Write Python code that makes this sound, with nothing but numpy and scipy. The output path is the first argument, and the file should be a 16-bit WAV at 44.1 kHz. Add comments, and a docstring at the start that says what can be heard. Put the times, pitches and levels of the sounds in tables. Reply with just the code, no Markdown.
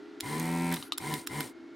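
"""Desoldering gun on a circuit board

A desoldering gun is triggered three times at a workbench. Its switch clicks, and its diaphragm pump
spins up, buzzes, rattles, sucks air and coasts to rest. In the first burst the nozzle seals on a joint,
so the pump runs faster and cleaner. Solder spits, and the nozzle scrapes and knocks on the board.
A faint hum fills the room."""
import sys
import numpy as np
from scipy import signal
from scipy.fft import rfft, irfft
from scipy.io import wavfile

SR = 44100
rng = np.random.default_rng(int(sys.argv[2]) if len(sys.argv) > 2 else 0)


def store_pcm(level_fs):
    """Save levels as 16-bit WAV."""
    pcm = np.round(np.clip(level_fs, -1, 1) * 32767).astype(np.int16)
    wavfile.write(sys.argv[1], SR, np.atleast_2d(pcm).T)


N = 77175
T = np.arange(N) / SR

# how alike a noise is in both ears: (frequency [Hz], likeness [0-1])
EAR_LIKENESS = [(40, 0.5), (160, 0.99), (330, 0.77), (1000, 0.83), (2200, 0.89), (5000, 1), (9000, 0.99),
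                (11000, 0.86), (14000, .45)]
# tone colour of the room noise: (frequency [Hz], relative level [dB])
ROOM_COLOUR = [(18, -79.5), (30, -38), (215, -24), (287, -3.5), (336, -8), (426, -16), (569, -28),
               (632, -22.5), (1220, -28), (1390, -21.5), (1500, -25.5), (2230, -30.5), (2410, -33),
               (4420, -36), (16000, -68)]
# tones of the hum: (frequency [Hz], level at the start [dB], level at the end [dB])
HUM_TONES = [(256.6, -62, -61.5), (280, -62.5, -54), (301.8, -54.5, -70.5), (335.3, -57.5, -53.5),
             (380, -82.5, -82), (411.7, -52.5, -67), (635, -80, -70), (1396, -70, -71.5), (1965, -74, -81)]
# path of a faint rising whine: (time [s], frequency [Hz], level [dB])
WHINE_PATH = [(1.5, 2130, -65), (1.6, 2160, -71), (1.75, 2215, -66.5)]

# solder spits in the nozzle: (time [s], level [dB])
SPIT_TIMES = [(0.3984, -23.5), (0.428, -31.5), (0.4575, -30), (.7148, -35), (0.7252, -24.5),
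              (0.7605, -31.5), (0.934, -39)]
# the nozzle scrapes on the joint: (time [s], level [dB], length [s])
SCRAPE_TIMES = [(0.4, -40, 0.0026), (0.7174, -34, 0.018), (0.7642, -28.5, 0.0011)]
# resonances of the scraping nozzle: (frequency [Hz], width [Hz], relative level [dB])
NOZZLE_MODES = [(1430, 600, 1), (1980, 450, 3.5), (3300, 840, -3), (5300, 1500, -6)]
# the nozzle knocks on the board: (time [s], relative level [dB])
KNOCK_TIMES = [(0.7673, -31.5), (0.826, -30), (.9216, -19.5), (0.933, -38)]
# ringing of nozzle and board: (frequency [Hz], relative level [dB], time to fade by 60 dB [s])
BOARD_MODES = [(800, -44, .015), (1237, -9.5, .025), (2430, -49, .01), (3140, -9.5, 0.014),
               (3740, -5, 0.0051), (3890, 0, 0.0053), (4930, -43, 0.0099), (8650, -16, 0.0088),
               (10630, -11, 0.0049)]
# snaps of the trigger switch: (time [s], level [dB], length [s])
SWITCH_SNAPS = [(0.2022, -39, 0.0013), (0.2066, -25.5, 0.0011), (0.7388, -31, 0.0053),
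                (0.9762, -32.5, 0.0011), (0.9798, -28.5, 0.0028), (1.1389, -28, 0.0021),
                (1.2657, -46, 0.0028), (1.2716, -29.5, 0.0031), (1.4052, -27.5, 0.0026)]
# resonances of the switch: (frequency [Hz], width [Hz], relative level [dB])
SWITCH_MODES = [(1490, 560, -1), (3590, 800, 0.5), (5360, 540, -2.5), (7360, 940, -2), (10070, 770, 0.5),
                (11840, 890, -2.5), (14550, 1400, -2.5)]
# resonances of the venting air: (frequency [Hz], width [Hz], relative level [dB])
VENT_MODES = [(1440, 230, -3), (4040, 3400, -4), (10050, 700, -6), (10440, 450, 0.5), (13100, 620, -5)]

# runs of the pump: (switched on [s], switched off [s], at rest [s], extra hiss [dB])
PUMP_BURSTS = [(.211, .742, .905, 1), (.984, 1.141, 1.275, 1.5), (1.279, 1.407, 1.54, 1)]
# buzz with the nozzle open: (multiple of the stroke rate [-], relative level [dB])
OPEN_HARMONICS = [(1, -21), (2, 2.5), (3, -5), (4, -5), (5, -14), (6, -7), (7, -37), (8, -20.5), (9, -33),
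                  (10, -22), (11, -32), (12, -29), (13, -8), (14, -13), (15, -24), (16, -24), (17, -30.5),
                  (18, -19), (19, -25), (20, -30), (21, -23), (22, -40), (23, -11), (24, -30), (25, -35),
                  (26, -22), (27, -21), (28, -21), (29, -23)]
# buzz with the nozzle sealed: (multiple of the stroke rate [-], relative level [dB])
SEALED_HARMONICS = [(1, -23), (2, 1.5), (3, -0.5), (4, -7.5), (5, -20.5), (6, -23.5), (7, -16), (8, -36.5),
                    (9, -11), (10, -19), (11, -8), (12, -14.5), (13, -41), (14, -30), (15, -52), (16, -17),
                    (17, -33), (18, -26.5), (19, -20), (20, -34), (21, -22.5), (22, -36), (23, -18),
                    (24, -37), (25, -18.5), (26, -15), (27, -36), (28, -17), (29, -20.5), (30, -33),
                    (31, -20)]
# resonances of the gun's housing: (frequency [Hz], width [Hz], relative level [dB])
HOUSING_MODES = [(270, 52, 1), (424, 59, -9.5), (751, 19, -3.5), (995.5, 33, 2.5), (1430, 90, -11.5),
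                 (1850, 120, -3.5), (2102, 41, 1.5), (2370, 56, -7.5), (3010, 250, -8), (4040, 190, -10.5)]
# tone colour of the air in the pump: (frequency [Hz], relative level [dB])
AIR_COLOUR = [(30, -12), (110, 9), (400, 10.5), (650, 2), (1400, -4), (2800, -3.5), (4200, 0), (6200, -4.5),
              (7800, -2.5), (8900, 4.5), (10000, -3.5), (12000, -5.5), (15500, -8.5), (17000, -16)]

OPEN_HZ, SEAL_RISE_HZ = 76.62, 8.8   # strokes a second with the nozzle open; what a full seal adds
SEAL_AT_S, SEAL_BUILD_S = .342, .1   # when the vacuum starts and how quickly it builds


def from_db(db):
    """Turn decibels into a gain."""
    return 10 ** (np.asarray(db) / 20)


def rms_one(x):
    """Scale a signal to an average (rms) level of 1."""
    return x / np.sqrt(np.mean(x ** 2) + 1e-20)


def pan(db):
    """Left and right gains; positive decibels favour the left."""
    return from_db(np.array([[db], [-db]]) / 2)


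def at_hz(points, hz):
    """Read a curve between its points on a logarithmic frequency scale."""
    frequencies, values = np.transpose(points)
    return np.interp(np.log(hz + 1), np.log(frequencies), values)


def drift(rate_hz):
    """A random wobble of size 1, mostly slower than the given rate."""
    hz = np.fft.rfftfreq(N, 1 / SR)
    return rms_one(irfft(rfft(rng.standard_normal(N)) / (1 + (hz / rate_hz) ** 2), N))


def stereo_noise(spectrum=None):
    """Noise of a given colour, mostly alike in both ears; rms 1."""
    hz = np.fft.rfftfreq(N, 1 / SR)
    mid, side = rfft(rng.standard_normal((2, N)))
    alike = np.clip(at_hz(EAR_LIKENESS, hz), 0, .999)
    colour = from_db(at_hz(spectrum, hz)) if spectrum else 1
    ears = np.sqrt(1 + alike) * mid + np.sqrt(1 - alike) * side * [[1], [-1]]
    return rms_one(irfft(colour * ears, N))


def resonate(x, modes):
    """Ring several resonances side by side; white noise keeps its level."""
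    out, power = 0, 0
    for k, (hz, width, db) in enumerate(modes):
        r = np.exp(-np.pi * width / SR)
        gain = from_db(db) * np.sqrt((1 - r * r) / 2) * (-1) ** k
        feedback = [1, -2 * r * np.cos(2 * np.pi * hz / SR), r * r]
        out = out + signal.lfilter([gain, 0, -gain], feedback, x + 1e-18)
        power += from_db(db) ** 2
    return out / np.sqrt(power)


def pulse(start, hold_s, fade_s):
    """A loudness shape that starts suddenly, holds, then dies away."""
    return (T >= start) * np.exp(-np.maximum(T - start - hold_s, 0) / fade_s)


def room_echo(x, level_db=-13, t60_s=.1, cutoff_hz=10000):
    """The room adds a short, dull tail, different in each ear."""
    t = T[:SR // 3]
    tail = rng.standard_normal((2, len(t))) * from_db(-60 * t / t60_s) * (t > .002)
    tail = signal.sosfilt(signal.butter(1, cutoff_hz, fs=SR, output="sos"), tail)
    tail /= np.sqrt(np.sum(tail ** 2) / 2)
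    return from_db(level_db) * signal.fftconvolve(x[None], tail, axes=1)[:, :N]


def background(noise_db=-50.5, sink_db_per_s=1.2):
    """A wavering hum, a faint whine near the end and slowly sinking room noise."""
    hum = 0
    for hz, first_db, last_db in HUM_TONES:
        waver = 1 + .38 * (drift(3.5) + 1j * drift(1.3))   # in both level and phase
        ear_spread = .046 * (drift(5) + 1j * drift(5.5)) * np.array([[1], [-1]])
        tone = np.exp(2j * np.pi * (hz * T + rng.random()))
        hum = hum + from_db(np.linspace(first_db, last_db, N)) * np.real((waver + ear_spread) * tone)
    times, hz, db = np.transpose(WHINE_PATH)
    cycles = np.cumsum(np.interp(T, times, hz)) / SR
    whine = (T > times[0]) * from_db(np.interp(T, times, db)) * np.sin(2 * np.pi * cycles)
    noise = from_db(noise_db - sink_db_per_s * T) * stereo_noise(ROOM_COLOUR)
    return np.sqrt(2) * (hum + whine) + noise


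def spits(centre_hz=9400, width_hz=18000):
    """Bright ticks of solder being sucked up."""
    envelope = sum(from_db(db) * pulse(start, 0, fade_s=.00071) for start, db in SPIT_TIMES)
    return resonate(envelope * stereo_noise(), [(centre_hz, width_hz, 0)])


def scrapes(grain_db=8, grain_hz=900):
    """Short gritty rubs of the nozzle as it works the joint loose."""
    envelope = sum(from_db(db) * pulse(start, hold, fade_s=.0048) for start, db, hold in SCRAPE_TIMES)
    grit = rms_one(from_db(grain_db * drift(grain_hz)) * stereo_noise())
    return resonate(envelope * grit, NOZZLE_MODES)


def knocks(bounce_s=.00105, bounce_db=-10, crack_db=-12, band_hz=(650, 10200)):
    """The nozzle hits the board with a short crack, bounces once and sets it ringing."""
    t = T[:SR // 10]
    ring = sum(from_db(db - 60 * t / t60) * np.sin(2 * np.pi * hz * t) for hz, db, t60 in BOARD_MODES)
    out = np.zeros(N)
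    for start, db in KNOCK_TIMES:
        for hit_s, hit_db in ((start, db), (start + bounce_s, db + bounce_db)):
            i = int(hit_s * SR)
            out[i:i + len(t)] += from_db(hit_db) * ring
        crack = resonate(rng.standard_normal(N), [(3900, 1600, 0)])
        out += from_db(db + crack_db) * pulse(start, 0, fade_s=.0051) * crack
    out = signal.sosfilt(signal.butter(2, band_hz, "band", fs=SR, output="sos"), out)
    return out + room_echo(out)


def trigger():
    """The switch chatters for a few milliseconds as it snaps over, a little to the right."""
    envelope = sum(from_db(db) * pulse(start, hold, fade_s=.0012) for start, db, hold in SWITCH_SNAPS)
    snap = resonate(envelope * stereo_noise(), SWITCH_MODES)
    return pan(db=-2.1) * snap + room_echo(snap.mean(axis=0))


def vent(level_db=-53.5):
    """Air rushes back in with a thin hiss as the first burst's vacuum leaks away."""
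    switched_off = PUMP_BURSTS[0][1]
    envelope = pulse(switched_off, hold_s=.14, fade_s=.0088)
    return from_db(level_db) * resonate(envelope * stereo_noise(), VENT_MODES)


def motor(spin_up_s=.028, coast_bend=1.8, load_s=.11, unload_s=.021):
    """The motor spins up and coasts down; gives its speed (0-1), load (0-1) and gain of the hiss."""
    speed, load, air = np.zeros((3, N))
    for on, off, rest, air_db in PUMP_BURSTS:
        powered_s = np.clip(T - on, 0, off - on)
        coasting_s = np.maximum(T - off, 0)
        run_down = 1 - np.minimum(coasting_s / (rest - off), 1) ** coast_bend
        spin = (1 - np.exp(-powered_s / spin_up_s)) * run_down
        speed += spin
        load += spin * (1 - np.exp(-powered_s / load_s)) * np.exp(-coasting_s / unload_s)
        air += from_db(air_db) * spin ** 1.96
    return speed, load, air


def hiss(strokes, seal, load, air, base_db=-43.5, sealed_db=-2.5):
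    """Air puffs through the pump on each stroke; a seal makes it quieter but more pulsing."""
    depth = .14 + .31 * seal * load
    puffs = 1 + depth * np.cos(2 * np.pi * strokes)
    return air * from_db(base_db + sealed_db * seal) * puffs * stereo_noise(AIR_COLOUR)


def rattle(strokes, seal, speed, base_db=-39.5, sealed_db=-6, coast_db=-11.5):
    """The pump shakes its housing twice a stroke, less when sealed or coasting."""
    powered = sum(pulse(on, off - on, fade_s=.043) for on, off, _, _ in PUMP_BURSTS)
    level = speed ** 1.33 * from_db(base_db + sealed_db * seal + coast_db * (1 - powered))
    shakes = 1 + .59 * np.cos(4 * np.pi * strokes)
    return resonate(level * shakes * stereo_noise(), HOUSING_MODES)


def buzz(strokes, seal, load, open_db=-35.5, sealed_db=-32):
    """The diaphragm buzzes at multiples of its stroke rate, louder and steadier as the nozzle seals."""
    out, open_levels = 0, dict(OPEN_HARMONICS)
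    roughness = .2 * (1 - seal) + .023 * seal
    for k, db in SEALED_HARMONICS:
        open_gain = from_db(open_db + open_levels.get(k, -np.inf))
        level = (1 - seal) * open_gain + seal * from_db(sealed_db + db)
        smear = .0537 * (k - 1) * rng.standard_normal()   # high harmonics line up less with the stroke
        flutter = 1 + roughness * drift(35)
        out = out + level * flutter * np.sin(2 * np.pi * (k * strokes + smear))
    return load * out


def pump():
    """Buzz, rattle and hiss all follow the pump's strokes, which quicken as the vacuum builds."""
    speed, load, air = motor()
    first_rest = PUMP_BURSTS[0][2]
    seal = (1 - np.exp(-np.maximum(T - SEAL_AT_S, 0) / SEAL_BUILD_S)) * (T < first_rest)
    jitter = 1 + .0019 * drift(14.7)
    strokes = np.cumsum(speed * (OPEN_HZ + SEAL_RISE_HZ * seal) * jitter) / SR
    tone = buzz(strokes, seal, load)
    noise = rattle(strokes, seal, speed) + hiss(strokes, seal, load, air)
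    return tone + pan(db=1.3) * noise


def scene():
    """The gun, the board and the room together, in stereo."""
    return pump() + vent() + trigger() + knocks() + scrapes() + spits() + background()


def record(dry, cutoff_hz=15900):
    """Cut off the highest treble steeply."""
    return signal.sosfilt(signal.ellip(10, .1, 80, cutoff_hz, fs=SR, output="sos"), dry)


dry = scene()
out = record(dry)
store_pcm(out)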